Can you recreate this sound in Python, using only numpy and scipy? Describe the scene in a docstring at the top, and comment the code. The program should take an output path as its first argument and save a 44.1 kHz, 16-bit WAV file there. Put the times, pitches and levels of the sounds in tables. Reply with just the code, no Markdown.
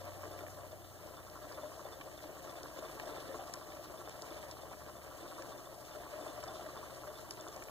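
"""A quiet room, where a hand crank drives the bobbin winder of an old cast-iron sewing machine.
Gear impacts ring the iron body and wooden base as resonant noise, and thread and tyre rub out a hiss.
Shudders and light blows shake the body; the winder spindle ticks and knocks once a turn.
A loose steel part pings as dying sines, and dry clicks crack the thread guide and lever.
Two microphone ports hear it all, over room noise, mains hum and a distant engine."""
import sys
import numpy as np
from scipy import signal
from scipy.fft import rfft, irfft
from scipy.io import wavfile
from scipy.ndimage import uniform_filter1d

SR = 44100
rng = np.random.default_rng(int(sys.argv[2]) if len(sys.argv) > 2 else 0)


def put_to_file(sound):
    """Save the sound as 16-bit audio at rate SR, in the file named by the first command-line argument."""
    columns = np.atleast_2d(sound).T  # one column per channel
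    safe = np.clip(columns, -1, 1)
    whole_steps = np.round(safe * 32767)
    wavfile.write(sys.argv[1], SR, whole_steps.astype(np.int16))


N = 339570
T = np.arange(N) / SR  # s
HZ = np.fft.rfftfreq(N, 1 / SR)

# Gear rattle under the crank, before lift and throb: start_s, level_db
CRANK_RATTLE = [(0, -51), (.41, -51), (.87, -56.5), (1.07, -52.5), (1.24, -55.5), (1.5, -51.5),
                (2.1, -53.5), (2.7, -51), (3.1, -49), (3.4, -50.5), (3.8, -52.5), (4.4, -51), (4.95, -54),
                (5.38, -50.5), (5.77, -53.5), (6.25, -50), (6.8, -51), (7.2, -52), (7.7, -52.5)]
# Spindle speed, surging with each push on the crank: start_s, speed_turns_per_s
SPINDLE_SPEED = [(0.0, 12.17), (0.35, 11.65), (0.85, 9.95), (1.25, 10.51), (1.65, 14.96), (2.27, 13.1),
                 (2.55, 15.3), (2.92, 15.21), (3.26, 16.54), (3.9, 11.92), (4.34, 14.62), (4.93, 12.59),
                 (5.33, 15.49), (5.7, 13.26), (6.06, 12.79), (6.38, 17.6), (6.66, 14.45), (7.13, 14.48),
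                 (7.7, 12.52)]
# Gear shudders, runs of tooth slips: start_s, peak_db, slips_per_s, length_s (slips fill 0.67 of it)
SHUDDERS = [(0.009, -46.5, 560, 0.049), (0.044, -47.5, 600, 0.088), (0.232, -44, 570, 0.021),
            (0.348, -48, 619, 0.016), (0.436, -38, 640, 0.0048), (0.573, -44, 594, 0.012),
            (0.632, -44, 590, 0.017), (0.728, -46.5, 640, 0.035), (1.013, -44.8, 510, 0.0094),
            (1.036, -48, 630, 0.012), (1.057, -53, 580, 0.008), (1.313, -45.5, 650, 0.016),
            (1.502, -45, 610, 0.021), (1.577, -44.5, 570, 0.013), (1.632, -42, 610, 0.0094),
            (1.777, -40, 660, 0.017), (1.853, -36.5, 690, 0.0054), (2.061, -45.5, 560, 0.039),
            (2.247, -48, 300, 0.032), (2.291, -41.4, 570, 0.014), (2.434, -46, 620, 0.02),
            (2.48, -47, 620, 0.015), (2.782, -56, 480, 0.013), (2.825, -41, 625, 0.037),
            (2.853, -46, 640, 0.034), (2.998, -40, 830, 0.0079), (3.0, -51, 620, 0.0088),
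            (3.035, -49, 640, 0.028), (3.067, -42, 630, 0.034), (3.169, -44.5, 780, 0.016),
            (3.292, -41.5, 550, 0.065), (3.339, -44.5, 460, 0.026), (3.391, -40.5, 770, 0.017),
            (3.493, -42, 680, 0.011), (3.793, -42, 590, 0.013), (3.938, -45, 650, 0.036),
            (4.083, -43, 540, 0.01), (4.591, -46.5, 670, 0.013), (4.718, -48, 630, 0.0089),
            (5.393, -46, 580, 0.041), (5.548, -43, 594, 0.013), (6.034, -48, 510, 0.0098),
            (6.124, -45, 580, 0.053), (6.153, -44, 620, 0.034), (6.172, -45, 610, 0.056),
            (6.199, -47, 643, 0.013), (6.262, -39.5, 640, 0.021), (6.306, -46, 520, 0.011),
            (6.433, -43, 590, 0.027), (6.479, -41.5, 740, 0.02), (6.542, -48.5, 650, 0.03),
            (6.594, -40.5, 780, 0.01), (6.658, -43.5, 620, 0.016), (6.731, -47, 560, 0.024),
            (7.068, -45.5, 597, 0.061), (7.395, -47, 630, 0.028), (7.485, -48, 450, 0.013),
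            (7.56, -44.5, 610, 0.014), (7.672, -50, 440, 0.023)]
# Play of the spindle: start_s, tick_db, knock_db
SPINDLE_PLAY = [(0, -41, -49), (.57, -40, -45), (.66, -52, -70), (.96, -56, -75), (1.05, -50, -47.5),
                (1.7, -48, -43), (2.3, -52, -55), (2.6, -47, -43.5), (3.3, -56, -42.5), (4, -45, -48),
                (4.8, -62, -47.5), (5.3, -66, -41.5), (5.9, -62, -52.5), (6.4, -71, -40.5), (7.2, -52, -44),
                (7.7, -42, -44.5)]
# Single hard knocks of the bracket: start_s, peak_db
HARD_KNOCKS = [(1.0906, -47), (1.368, -46), (2.6582, -36.5), (2.824, -38), (3.0766, -49), (3.166, -38),
               (4.016, -40), (4.0756, -40), (4.5687, -42), (4.82, -39.5), (5.324, -48), (5.387, -41),
               (6.0655, -37.5), (6.265, -36.5), (6.439, -43), (7.4678, -37.5)]
# Handwheel turns, each striking a loose steel part twice: start_s, first_peak_db, second_peak_db
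HANDWHEEL = [(-.04, -91, -69), (.3162, -49, -51), (.7163, -51.5, -56), (1.1677, -51, -52),
             (1.5454, -48, -49), (1.8502, -50, -47), (2.176, -50, -57), (2.4957, -46, -47),
             (2.7821, -48, -45), (3.0559, -51, -48), (3.33, -52, -50), (3.6252, -55, -51),
             (3.9754, -51, -50), (4.3056, -47.5, -47), (4.6204, -47.5, -54), (4.9611, -55, -62),
             (5.2789, -48, -51), (5.5792, -49, -48), (5.912, -49, -55), (6.2113, -50, -46),
             (6.4827, -44, -46.5), (6.7735, -46, -53), (7.0818, -52, -47), (7.3996, -45.5, -45.5),
             (7.74, -74, -70)]
# Stray strikes on the loose steel part: start_s, peak_db
STRAY_PINGS = [(1.658, -56), (2.892, -53), (3.17, -46.5), (3.364, -55), (4.498, -54), (5.207, -51),
               (5.528, -50), (5.848, -54), (7.276, -55)]
# Dry clicks and scrapes: start_s, peak_db, centre_hz, reach_octaves, chatter_s, bright_edge_db
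CLICKS = [(.39, -41, 2270, 0.4, 0.0035, -32), (0.466, -42, 2000, 0.64, 0.005, -30),
          (1.17, -52, 5000, .8, .002, -20), (1.299, -45.5, 4000, 0.83, 0.0024, -12),
          (1.523, -43, 4560, 0.4, .002, -25), (1.528, -44, 1980, 0.46, 0.0074, -30),
          (2.0118, -37, 2400, 0.7, .011, -30), (2.632, -35.5, 4830, 0.94, 0.0024, -16),
          (2.9982, -31, 1600, 1.2, .0006, -30), (3.159, -42, 2170, 0.48, .003, -16),
          (3.538, -27.5, 6200, 1.0, .002, -8), (3.539, -40.5, 1790, 0.48, .001, -30),
          (3.7198, -39, 2370, 0.67, 0.0074, -18), (4.094, -39, 7040, 0.49, 0.0025, -9),
          (4.096, -43, 2500, .5, 0.0024, -30), (4.2205, -33.5, 5000, 0.9, .003, -12),
          (4.368, -45, 2200, .4, .025, -30), (4.428, -39, 2610, 0.69, .003, -13),
          (4.5122, -34.5, 5000, 0.8, .003, -14), (5.4222, -42, 1800, 0.53, .003, -24),
          (5.422, -44, 5600, .5, 0.0027, -15), (5.851, -46, 5000, 1.1, 0.0022, -14),
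          (6.428, -47, 7900, 0.3, 0.005, -14), (6.429, -41, 2360, 0.61, 0.0054, -30),
          (6.438, -37.5, 5870, 0.89, 0.0045, -20), (6.478, -44, 5200, 0.61, .002, -10),
          (6.948, -43.5, 4000, 1.3, .002, -13), (7.3083, -29, 5100, .6, .004, -3),
          (7.309, -39, 2200, .6, .0015, -36), (7.337, -44, 6700, 0.45, 0.0018, -5),
          (7.41, -38, 6460, 0.51, 0.0013, -16), (7.484, -39.5, 6500, 0.32, 0.0017, -18),
          (7.563, -39, 6330, 0.62, 0.0022, -11), (7.623, -40, 2260, 0.45, .003, -25),
          (7.638, -39.5, 6750, 0.68, .002, -6), (7.685, -41, 2290, 0.45, 0.0022, -29)]

# Modes of the iron body and wooden base: pitch_hz, width_hz, level_db
BODY_MODES = [(305.5, 30, -5), (353.3, 50.4, -5), (444.6, 19, -4.5), (541.6, 22.5, -2.5), (609, 28.8, 1),
              (640.3, 28, -4), (693, 30, -2.5), (766.6, 23.5, -4.5), (867, 32, -9), (1025, 130, -9.5),
              (1167, 78, -7.5), (1332, 112, -12), (1612, 57, -14), (1870, 420, -17), (2270, 350, -17),
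              (2620, 250, -22), (2980, 160, -20.5)]
# Bands of thread and tyre rubbing: pitch_hz, width_hz, level_db
RUB_MODES = [(3910, 1800, 2), (4490, 90, 3), (5130, 320, 4.2), (6700, 1400, 0), (7870, 150, 2),
             (8440, 710, -2), (9900, 620, -2.5), (11900, 3200, -6.5), (14300, 1200, -7)]
# Modes of the winder bracket: pitch_hz, width_hz, level_db
BRACKET_MODES = [(1073, 100, 3), (1134, 39, 7.5), (1317, 103, 1.5)]
# Modes of the spindle end: pitch_hz, width_hz, level_db
SPINDLE_END_MODES = [(12850, 400, 0), (13900, 600, -6), (5120, 250, -8)]
# Modes of the loose steel part: pitch_hz, width_hz, level_db
STEEL_MODES = [(3543, 21, 0), (4490, 60, -18), (5130, 170, -18), (7870, 90, -23)]
# Modes of the thread guide and lever, rung by the clicks: pitch_hz, width_hz, level_db
GUIDE_MODES = [(1240, 370, -6), (1750, 320, -2), (2300, 260, 0), (3050, 500, -6), (3750, 450, -4),
               (4500, 120, 3), (5130, 170, 5), (5700, 260, -1), (6800, 330, 1), (7880, 410, -1),
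               (9500, 620, -7), (10500, 500, 0)]

# Microphone pair: pitch_hz, left_minus_right_db, left_lead_radians, likeness_0_to_1
PORTS = [(30, 1, 2.6, .6), (60, 1.5, 2, .15), (220, .5, 2, .2), (320, 1, .4, .65), (480, 7, -.3, .7),
         (610, 5.5, -.3, .92), (800, 2, .3, .93), (950, 2.5, .3, .95), (1200, 0, .3, .97),
         (1330, -2, .4, .9), (1500, -6, .6, .75), (1780, -7, -1.2, .25), (2000, -2, -np.pi, .8),
         (2150, 0, -np.pi, .98), (2350, 0, -np.pi, 1), (2680, 0, -np.pi, .998), (3000, -4, -1.8, .45),
         (3400, 0, 0, .99), (4050, 0, 0, .99), (4400, -1.5, 1.4, .5), (4850, 0, 2.8, .85),
         (5500, .5, np.pi, .85), (5800, .5, 3.6, .3), (6300, 1.5, 5.5, .62), (7000, 4, 5.9, .55),
         (7400, 3.5, 7, .12), (7800, 1, 8.7, .62), (8600, 3, 8.3, .35), (8900, 2, 7, .05),
         (9200, 1.5, 5.6, .3), (9900, 2, 4.8, .42), (10300, 2, 3.3, .12), (10600, 2, 2.3, .35),
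         (12300, 1.5, -1.9, .3), (12900, 3.5, -3.3, .55), (13300, .5, -4.2, .4), (14000, 2.5, -6.4, .48),
         (15500, 3, -10, .35)]
# The machine arm hides the clicks from the right port: pitch_hz, level_db
ARM_SHADOW = [(6800, 0), (8200, -11)]
# Click treble comes from more nearly ahead: pitch_hz, share_of_usual_left_lead
CLICK_LEAD = [(3200, .95), (4500, .82)]
# Spectrum of the room noise, relative: pitch_hz, level_db_per_hz
ROOM_SPECTRUM = [(20, -10), (35, -8), (60, 3), (100, -3.5), (160, -1), (250, -6.5), (600, -21.5),
                 (2000, -26.5), (6000, -19), (11000, -20), (15500, -16)]
# Mains hum, before its waver: pitch_hz, level_db_rms
MAINS = [(60, -78), (120, -68), (140, -75.5)]
# Distant engine: start_s, pitch_hz, level_db_rms
ENGINE = [(0, 96, -57), (.5, 95, -58), (1, 93, -62), (1.5, 85, -71), (2.2, 80, -67.5), (2.7, 78, -70),
          (3.1, 88, -73), (3.5, 86, -69.5), (4, 84, -75), (4.5, 78, -63.5), (5.2, 77, -68.5),
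          (5.8, 77, -94), (6.4, 75, -73), (6.8, 74, -65), (7.3, 74, -72), (7.7, 74, -66)]

# Hiss at -52 dB of rattle and 14 turns a second; then dB per dB of rattle and of speed
HISS_DB, HISS_FOLLOWS_GEARS, HISS_FOLLOWS_SPEED = -60.5, 1, 0.26
WHEEL_THROB_DB = 0.33  # the gears run tighter once a handwheel turn
BASE_TOP_HZ, BASE_EXTRA = 480, 0.51  # base modes below this swell more with cranking: extra dB per dB
SHAKE, SHAKE_S = 0.5, 0.024  # extra rattle gain after a -40.5 dB shudder, and its decay
SHUDDER_SKEW = 0.47  # under 1 a shudder starts faster than it ends
LIGHT_BLOW_DB, LIGHT_SPREAD_DB = 4.5, 1.5  # light blows over the rattle level, and their spread
TICK_SPREAD_DB, KNOCK_SPREAD_DB = 3, 2.5  # from turn to turn
SECOND_PING_TURNS = 1.05  # spindle turns between the two strikes
BOUNCE_S, BOUNCE_DB = 0.011, -11  # typical delay and loss of the bounce after a strike
FIRST_EDGE_DB = -6  # the first strike also clacks at one high mode
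REBOUND_LOSS = 0.75  # share of force lost by the last close rebound
EDGE_MODE_HZ = 9000  # modes above this answer to the bright edge of a click
ROOM_DB = -58  # rms
BAND_TOP_HZ = 15490
FIRST_TURN = -0.67  # spindle position at the start, in turns
RATE = np.interp(T, *np.transpose(SPINDLE_SPEED))  # turns per s
TURN = FIRST_TURN + np.cumsum(RATE) / SR


def running():
    """Gear rattle in the body and rubbing hiss, both throbbing with the spindle."""
    gears_db = np.interp(T, *np.transpose(CRANK_RATTLE))
    angle = 2 * np.pi * TURN
    wheel_angle = 2 * np.pi * np.interp(T, np.transpose(HANDWHEEL)[0], np.arange(len(HANDWHEEL)))
    speed_db = 20 * np.log10(RATE / 14)
    hiss_db = HISS_DB + HISS_FOLLOWS_GEARS * (gears_db + 52) + HISS_FOLLOWS_SPEED * speed_db

    gear_throb = shaken() * amp(0.5 * np.cos(angle - 0.3) + 0.67 * wander(size=900))
    gears = rattle(BODY_MODES, per_s=650, spread_db=2.5, wash=0.74, throb=gear_throb,
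                   own_db=2.0, base_db=BASE_EXTRA * (gears_db + 52.5))
    hiss_throb = amp(0.48 * np.cos(angle - 0.9) + 1.42 * wander(size=500))
    hiss = rattle(RUB_MODES, per_s=1500, spread_db=0.0, wash=0.86, throb=hiss_throb, own_db=2.05)
    gears_level = amp(gears_db + 0.5 + WHEEL_THROB_DB * np.cos(wheel_angle - 0.4))
    return gears * gears_level + hiss * amp(hiss_db)


def rattle(modes, per_s, spread_db, wash, throb, own_db, base_db=0):
    """Two unrelated trains of uneven impacts over a smooth wash; every mode swells in its own time."""
    hit = rng.random((2, N)) < per_s / SR
    size = amp(spread_db * np.minimum(rng.exponential(1, hit.sum()), 4))
    size /= np.sqrt((size ** 2).sum() / hit.size)
    smooth, out = wash * rng.standard_normal((2, N)), 0
    for k, (hz, width, db) in enumerate(modes):
        drive = (-1) ** k * smooth
        drive[hit] += size * rng.standard_normal(len(size))  # each impact lands differently on each mode
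        drive = drive * throb * amp(own_db * wander(size=1200) + (hz < BASE_TOP_HZ) * base_db)
        # two-pole resonator
        r, step = np.exp(-np.pi * width / SR), 2 * np.pi * hz / SR
        ringing = signal.lfilter([0, r * np.sin(step)], [1, -2 * r * np.cos(step), r * r], drive)
        out = out + amp(db) * width * ringing
    return evened(out)


def shaken():
    """Gain on the gear rattle: it jumps at each shudder and dies away."""
    s, db = np.transpose(SHUDDERS)[:2]
    jumps = np.zeros(N)
    jumps[np.round(s * SR).astype(int)] = amp(db + 40.5)
    return 1 + SHAKE * signal.lfilter([1], [1, -np.exp(-1 / SHAKE_S / SR)], jumps)


def blows():
    """Gear shudders drive the body with runs of slips; uneven light blows land twice a spindle turn."""
    half_turns = np.arange(2 * int(TURN[-1]) + 1) / 2
    time_luck, level_luck = rng.standard_normal((len(half_turns), 2)).T
    s = when(half_turns + 0.0404 + 0.0522 * time_luck)
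    light_db = np.interp(s, *np.transpose(CRANK_RATTLE)) + LIGHT_BLOW_DB + LIGHT_SPREAD_DB * level_luck
    light = strike(s, light_db, around(BODY_MODES, 556, 0.51), push_s=0.0006)
    out = np.r_[light, np.zeros(9000)]  # room for the last tails
    for (start, db, per_s, length), phase in zip(SHUDDERS, rng.random(len(SHUDDERS))):
        t = np.arange(0, 0.67 * length, 1 / SR)
        swell = np.sin(np.pi * (t / t[-1]) ** SHUDDER_SKEW)
        slips = swell * np.sin(2 * np.pi * (per_s * t + phase))
        shudder = signal.fftconvolve(slips, ring(around(BODY_MODES, per_s, 0.89)))
        out[round(start * SR):][:len(shudder)] += amp(db) * shudder / abs(shudder).max()
    return out[:N]


def spindle():
    """A tick as each turn starts, then three bracket knocks around a quarter turn; some single hard knocks."""
    turn = np.arange(int(TURN[-1]) + 1)
    s, tick_db, knock_db = np.transpose(SPINDLE_PLAY)
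    time_luck = rng.random((len(turn), 3))
    tick_luck, knock_luck = rng.standard_normal((len(turn), 2)).T
    tick_db = np.interp(when(turn), s, tick_db) + TICK_SPREAD_DB * tick_luck
    knock_db = np.interp(when(turn), s, knock_db) + KNOCK_SPREAD_DB * knock_luck
    out = strike(when(turn) - 0.0015, tick_db, SPINDLE_END_MODES)
    for k in range(3):
        at = when(turn + 0.16 + 0.09 * k + 0.0628 * time_luck[:, k])
        out = out + strike(at, knock_db - 0.4 * k, BRACKET_MODES, push_s=0.00036)
    return out + strike(*np.transpose(HARD_KNOCKS), BRACKET_MODES, push_s=0.00038)


def pings():
    """Two strikes ring the loose steel in each handwheel turn, each with a bounce, plus a few strays."""
    s, first_db, second_db = np.transpose(HANDWHEEL)
    later = when(np.interp(s, T, TURN) + SECOND_PING_TURNS)
    at, db = np.r_[s, later], np.r_[first_db, second_db]
    luck = rng.random((2 * len(s), 2))
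    bounce_at = at + BOUNCE_S * (0.3 + luck[:, 0])
    bounces = strike(bounce_at, db + BOUNCE_DB * (0.45 + luck[:, 1]), STEEL_MODES)
    clack = strike(s, first_db + FIRST_EDGE_DB, STEEL_MODES[2:3])
    strays = strike(*np.transpose(STRAY_PINGS), STEEL_MODES)
    return strike(at, db, STEEL_MODES) + bounces + clack + strays


def clicks():
    """A contact and its rebounds ring the guide modes near each centre, the top modes by their own share."""
    out, t = np.zeros(N + 8000), T[:2400]
    hz, width, db = np.transpose(GUIDE_MODES)[:, :, None]
    for click, luck in zip(CLICKS, rng.random((len(CLICKS), 3, 12))):
        s, peak_db, centre, octaves, chatter_s, edge_db = click
        share = amp(np.array(around(GUIDE_MODES, centre, octaves))[:, 2:])
        share = share + (hz > EDGE_MODE_HZ) * amp(db + edge_db)
        # seven close rebounds within the chatter, five weak ones over 22 ms
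        delay = np.r_[0, chatter_s * luck[0, :7], 0.022 * luck[0, 7:]]
        close_force = (0.4 + 0.6 * luck[1, :7]) * (1 - REBOUND_LOSS * luck[0, :7])
        force = np.r_[1, close_force, 0.2 * luck[1, 7:]][:, None, None]
        since = t - delay[:, None, None]
        # contacts add in energy, each dying at the rate of the mode
        energy = force ** 2 * (since >= 0) * np.exp(-2 * np.pi * width * abs(since))
        swell = np.sqrt(energy.sum(0))
        tones = np.sin(2 * np.pi * (hz * t + luck[2][:, None]))
        crack = (share * width * swell * tones).sum(0)
        out[round(s * SR):][:len(crack)] += amp(peak_db) * crack / abs(crack).max()
    return out[:N]


def strike(s, db, modes, push_s=0.):
    """Rings the modes at each time; a longer push is a softer, duller blow."""
    hits = np.zeros(N)
    np.add.at(hits, np.clip(np.round(s * SR).astype(int), 0, N - 1), amp(db))
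    answer = np.convolve(ring(modes), np.hanning(round(push_s * SR) + 3))
    return signal.oaconvolve(hits, answer / abs(answer).max())[:N]


def ring(modes):
    """Answer to one blow: dying sines that start together, peak 1; wider modes die faster."""
    t, out = T[:6000], 0
    for hz, width, db in modes:
        out = out + amp(db) * width * np.exp(-np.pi * width * t) * np.sin(2 * np.pi * hz * t)
    return out / abs(out).max()


def around(modes, hz, octaves):
    """The modes as a blow excites them that favours one pitch, 12 dB weaker at the given reach."""
    return [(f, width, db - 12 * (np.log2(f / hz) / octaves) ** 2) for f, width, db in modes]


def when(turn):
    """Time in seconds at which the spindle reaches a given turn."""
    return np.interp(turn, TURN, T)


def ports(near, other, hits, snaps):
    """The left port hears by another path: phase-shifted, tilted, noise partly unlike; right clicks duller."""
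    hz, tilt_db, lead, like = np.transpose(PORTS)
    tilt = amp(read(hz, tilt_db) / 2)  # half the level difference to each port
    like, lead = np.clip(read(hz, like), 0, 1), read(hz, lead)
    near_spec, hits_spec, snaps_spec = rfft(near), rfft(hits), rfft(snaps)
    left_noise = like * near_spec + np.sqrt(1 - like ** 2) * rfft(other)
    left = (left_noise + hits_spec) * tilt * np.exp(1j * lead)
    snap_lead = read(*np.transpose(CLICK_LEAD)) * lead
    left = left + snaps_spec * tilt * np.exp(1j * snap_lead)
    shadow = amp(read(*np.transpose(ARM_SHADOW)))
    right = (near_spec + hits_spec + snaps_spec * shadow) / tilt
    return np.array([irfft(left, N), irfft(right, N)])


def air():
    """Two unrelated draws of room noise, low rumble to faint hiss."""
    shape = amp(read(*np.transpose(ROOM_SPECTRUM)))
    noise = irfft(rfft(rng.standard_normal((2, N))) * shape, N)
    return evened(noise) * amp(ROOM_DB)


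def drones():
    """Wavering mains hum and a far engine, each a sine a little apart in phase at the two ports."""
    phase, hum = np.array([[0.7], [-0.7]]), 0  # radians, left and right
    for hz, db in MAINS:
        hum = hum + amp(db + 1.5 * wander(size=6000)) * np.sin(2 * np.pi * hz * T + phase)
    s, hz, db = np.transpose(ENGINE)
    engine_angle = 2 * np.pi * np.cumsum(np.interp(T, s, hz)) / SR
    engine = amp(np.interp(T, s, db)) * np.sin(engine_angle + phase)
    return np.sqrt(2) * (hum + engine)  # rms to peak


def amp(db):
    """Decibels to gain."""
    return 10 ** (np.asarray(db) / 20)


def evened(x):
    """Scales to rms 1."""
    return x / np.sqrt(np.mean(x ** 2) + 1e-20)


def read(hz, value):
    """A table over log frequency, at every bin."""
    return np.interp(np.log(HZ + 1), np.log(hz), value)


def wander(size):
    """Slow random drift of rms 1: noise averaged twice over size samples."""
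    once = uniform_filter1d(rng.standard_normal(N), size)
    return evened(uniform_filter1d(once, size))


def scene():
    """Machine and room noise heard through the ports, over the drones."""
    near, other = running() + air()
    hits = spindle() + blows() + pings()
    return ports(near, other, hits, clicks()) + drones()


def record(dry):
    """Band limit of the recorder: a steep low-pass."""
    low_pass = signal.firwin(1023, BAND_TOP_HZ, window=("kaiser", 9), fs=SR)
    return signal.oaconvolve(dry, low_pass[None], "same")


dry = scene()
out = record(dry)
put_to_file(out)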